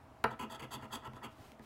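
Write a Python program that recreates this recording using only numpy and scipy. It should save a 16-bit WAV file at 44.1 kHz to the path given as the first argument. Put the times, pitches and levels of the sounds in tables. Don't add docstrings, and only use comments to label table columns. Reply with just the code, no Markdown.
import sys
import numpy as np
from scipy import signal
from scipy.fft import rfft, irfft, next_fast_len
from scipy.io import wavfile
from scipy.ndimage import uniform_filter1d, map_coordinates

SR = 44100
rng = np.random.default_rng(int(sys.argv[2]) if len(sys.argv) > 2 else 0)


def unload_wav(signal):
    wavfile.write(
        sys.argv[1],
        SR,
        np.round(np.clip(np.atleast_2d(signal).T, -1, 1) * 32767).astype(np.int16),
    )


N = 72765

# [f/Hz, relative level/dB per Hz]
HUM_SPECTRUM = [(15, -53), (30, -18), (60, -1), (130, 0), (180, -14), (250, -2.5), (450, -12), (800, -6.5),
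                (1200, -12.5), (2000, -21.5), (3500, -31), (8000, -37.5), (16000, -42.5)]
# [f/Hz, width/Hz, level/dB]
DRONE_MODE = [(645.6, 20, 0)]
# [t/s, table level/dB, card level/dB, knock level/dB, crack level/dB]
TAPS = [(0.2406, -47.5, -25, -19.5, -30.5), (0.252, -80, -31.5, -83, -65), (0.597, -70, -54, -45, -53),
        (0.621, -55.5, -53, -66, -55), (0.645, -73, -76, -54, -55), (0.825, -58, -50, -47, -69),
        (0.844, -59, -79, -75, -53.5), (1.027, -70, -73, -73, -75), (1.0516, -90, -69, -87, -52.5),
        (1.075, -57, -74, -64, -55), (1.089, -66, -56, -72, -74), (1.1347, -68, -77, -77, -53),
        (1.293, -98, -83, -62, -64), (1.519, -69, -63, -88, -52.5), (1.5943, -60.5, -93, -53, -59)]
# [f/Hz, width/Hz, level/dB, counting double]
KNOCK_MODES = [(420, 167, 3.5), (1120, 1340, 0), (1970, 810, 3), (4640, 930, -10)]
# [f/Hz, level/dB]
CRACK_SPECTRUM = [(1500, 4), (3000, 5), (4500, -0.5), (8000, -9), (13000, -5.5), (16000, -17.5)]
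# [f/Hz, t60/s]
ROOM_T60 = [(100, 0.31), (1000, 0.18), (4000, 0.31), (14000, 0.12)]
# [f/Hz, level/dB]
ROOM_COLOUR = [(300, 1.5), (2500, -1), (6000, -12), (15000, -2.5)]
# [start t/s, length/s, place of peak speed/0-1, delay until the coin's edge bites/s,
# then level/dB of table, card, card edge, coin's lowest mode, coin's upper modes]
STROKES = [(0.302, 0.042, 0.05, 0.0021, -52.5, -46.5, -64.5, -62.5, -66.5),
           (0.388, 0.07, 0.07, 0.00043, -48.5, -45.5, -49.5, -58, -57),
           (0.491, 0.057, 0.53, 0.0013, -55.5, -48, -58, -54.5, -56.5),
           (0.543, 0.023, 0.13, 0.0022, -76, -47.5, -59, -52, -56),
           (0.59, 0.024, 0.22, 0.0015, -55.5, -49.5, -49, -57, -56),
           (0.613, 0.049, 0.12, 0.0048, -50, -48.5, -49.5, -56, -60),
           (0.702, 0.066, 0.53, 0.002, -52.5, -47, -54.5, -49, -51),
           (0.781, 0.079, 0.88, .01, -58.5, -50.5, -59.5, -69, -67.5),
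           (0.899, 0.078, 0.58, 0.006, -53, -45.5, -54.5, -50, -51),
           (1.017, 0.062, 0.67, 0.0054, -53, -47.5, -57.5, -64, -66.5),
           (1.118, 0.072, 0.77, 0.0017, -61.5, -56.5, -69, -67, -73.5),
           (1.212, 0.061, 0.35, 0.0098, -50, -45, -49.5, -56, -58)]
# [f/Hz, width/Hz, level/dB]
TABLE_MODES = [(81, 34, -11), (129.6, 8.8, -2.5), (225.4, 17.8, 3), (324, 40.6, -1.5), (402.5, 52, -3.5),
               (524, 30, -5.5)]
# [f/Hz, width/Hz, level/dB]
CARD_MODES = [(659, 27, -1.5), (837, 64, -1), (955, 130, 1.5), (1043, 80, 6.5), (1100, 108, 0),
              (1228, 94, 0.5), (1320.4, 63, 2), (1501, 28, -5), (1663, 216, -12), (1964, 142, -7)]
# [f/Hz, width/Hz, level/dB]
EDGE_MODES = [(2038, 184, 1), (2540, 80, -2), (2752, 80, 5), (2970, 400, -1)]
# [f/Hz, width/Hz, level/dB]
COIN_LOW_MODES = [(3377, 164, 0)]
# [f/Hz, width/Hz, level/dB, counting double]
COIN_UPPER_MODES = [(4540, 386, 2), (5650, 100, -1.5), (6333, 570, -1), (7546, 440, 2.5), (8120, 840, -1.5),
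                    (10030, 250, -1), (10620, 560, -1), (12560, 790, 0.5), (13160, 990, -1),
                    (15750, 480, -5)]
SHARPNESS = [0.78, 0.89, 1.44, 1.15, 1.45]
LAG_S = [0.0086, 0.001, 0.0038, 0.0024, 0.00068]
WIDEN_S = [0.007, 0.0034, 0.0033, 0.0027, 0.00085]
# [start t/s, length/s, place of peak speed/0-1, level/dB]
SLIDES = [(1.296, 0.049, 0.55, -67), (1.327, 0.23, 0.54, -62), (1.612, 0.065, 0.47, -62.5)]
# [f/Hz, level/dB]
SLIDE_SPECTRUM = [(200, 13), (1000, -0.5), (3000, 0), (6000, -6.5), (16000, -13)]

HUM_DB, HUM_PATCHY_DB, DRONE_DB = -59, 1.5, -69.5
CONTACT_DECAY_S = 0.0025
KNOCK_RISE_S, KNOCK_T60_S, CRACK_T60_S = 0.0009, 0.032, 0.009
ROOM_DB = -8.5
GRAINS_PER_S, GRAIN_SPREAD_DB = 12000, 2.5
CATCH_DB, CATCH_PER_S = 1.8, 140
TOP_HZ = 15800


def amp(db):
    return 10 ** (np.asarray(db) / 20)


def unit(x):
    return x / np.sqrt(np.mean(x ** 2) + 1e-20)


def along(points, hz):
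    f, values = np.transpose(points)
    return np.interp(np.log(hz + 1), np.log(f + 1), values)


def filtered(x, response):
    m = next_fast_len(N + SR // 2)
    hz = np.fft.rfftfreq(m, 1 / SR)
    return irfft(rfft(x, m) * response(hz), m)[..., :N]


def coloured(spectrum):
    return unit(filtered(rng.standard_normal(N), lambda hz: amp(along(spectrum, hz))))


def ring(x, modes, order=1):
    def body(f):
        total = 0
        for k, (centre, width, db) in enumerate(modes):
            damping = 1j * f * width
            total = total + (-1) ** k * amp(db) * damping / (centre * centre - f * f + damping)
        return total ** order

    gain = np.sqrt(np.mean(abs(body(np.linspace(0, SR / 2, num=8192))) ** 2))
    return filtered(x, body) / gain


def hum():
    z = signal.stft(coloured(HUM_SPECTRUM), nperseg=512)[2]
    patches = rng.standard_normal(z.shape)
    patches = uniform_filter1d(patches, size=4, axis=0)
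    patches = uniform_filter1d(patches, size=6, axis=1)
    patchy = z * amp(HUM_PATCHY_DB * unit(patches))
    air = unit(signal.istft(patchy, nperseg=512)[1][:N])
    drone = ring(rng.standard_normal(N), DRONE_MODE, order=2)
    return amp(HUM_DB) * air + amp(DRONE_DB) * drone


def taps():
    t = np.arange(N) / SR
    after = [np.where(t >= tap[0], t - tap[0], 1e3) for tap in TAPS]

    def dying(column, t60):
        return sum(amp(tap[column] - 60 * a / t60) for tap, a in zip(TAPS, after))

    def blow(column):
        return sum(amp(tap[column]) * np.exp(-a / CONTACT_DECAY_S) for tap, a in zip(TAPS, after))

    rising = np.prod([1 - np.exp(-a / KNOCK_RISE_S) for a in after], axis=0)
    knock_noise = rising * dying(column=3, t60=KNOCK_T60_S) * rng.standard_normal(N)
    knock = ring(knock_noise, KNOCK_MODES, order=2)
    crack = dying(column=4, t60=CRACK_T60_S) * coloured(CRACK_SPECTRUM)
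    table = ring(2 * blow(column=1), TABLE_MODES)
    card_noise = rising * blow(column=2) * rng.standard_normal(N)
    card = ring(2 * card_noise, CARD_MODES)
    return knock + crack + table + card


def room(x):
    hz, t, z = signal.stft(rng.standard_normal(SR // 2), SR, nperseg=256)
    level_db = along(ROOM_COLOUR, hz)[:, None] - 60 * t / along(ROOM_T60, hz)[:, None]
    tail = signal.istft(z * amp(level_db), SR, nperseg=256)[1]
    return signal.fftconvolve(x, tail / np.linalg.norm(tail))[:N]


def speed(start, length, peak):
    place = (np.arange(N) / SR - start) / length
    return np.sin(np.pi / 2 * np.interp(place, [0, peak, 1], [0, 1, 0]))


def wobble(rate):
    return map_coordinates(rng.standard_normal(N // 50), [np.arange(N) * rate / SR])


def friction_grains():
    present = rng.random(N) < GRAINS_PER_S / SR
    size = amp(GRAIN_SPREAD_DB * rng.exponential(size=N))
    grains = unit(present * rng.standard_normal(N) * size)
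    return grains * amp(CATCH_DB * wobble(CATCH_PER_S))


def strokes():
    grains = friction_grains()
    out = 0
    parts = [TABLE_MODES, CARD_MODES, EDGE_MODES, COIN_LOW_MODES, COIN_UPPER_MODES]
    for k, modes in enumerate(parts):
        push = 0
        for start, length, peak, bite, *db in STROKES:
            delay = bite if k >= 2 else 0
            begin = start + delay + LAG_S[k] - WIDEN_S[k]
            lasting = length - delay + 2 * WIDEN_S[k]
            push = push + amp(db[k]) * speed(begin, lasting, peak) ** SHARPNESS[k]
        out = out + ring(push * grains, modes, order=2 if modes is COIN_UPPER_MODES else 1)
    return out


def slides():
    push = sum(amp(db) * speed(start, length, peak) for start, length, peak, db in SLIDES)
    return push * coloured(SLIDE_SPECTRUM)


def scene():
    near = strokes() + taps() + slides()
    return (near + amp(ROOM_DB) * room(near) + hum())[None]


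def record(dry):
    return filtered(dry, lambda hz: hz < TOP_HZ)


dry = scene()
out = record(dry)
unload_wav(out)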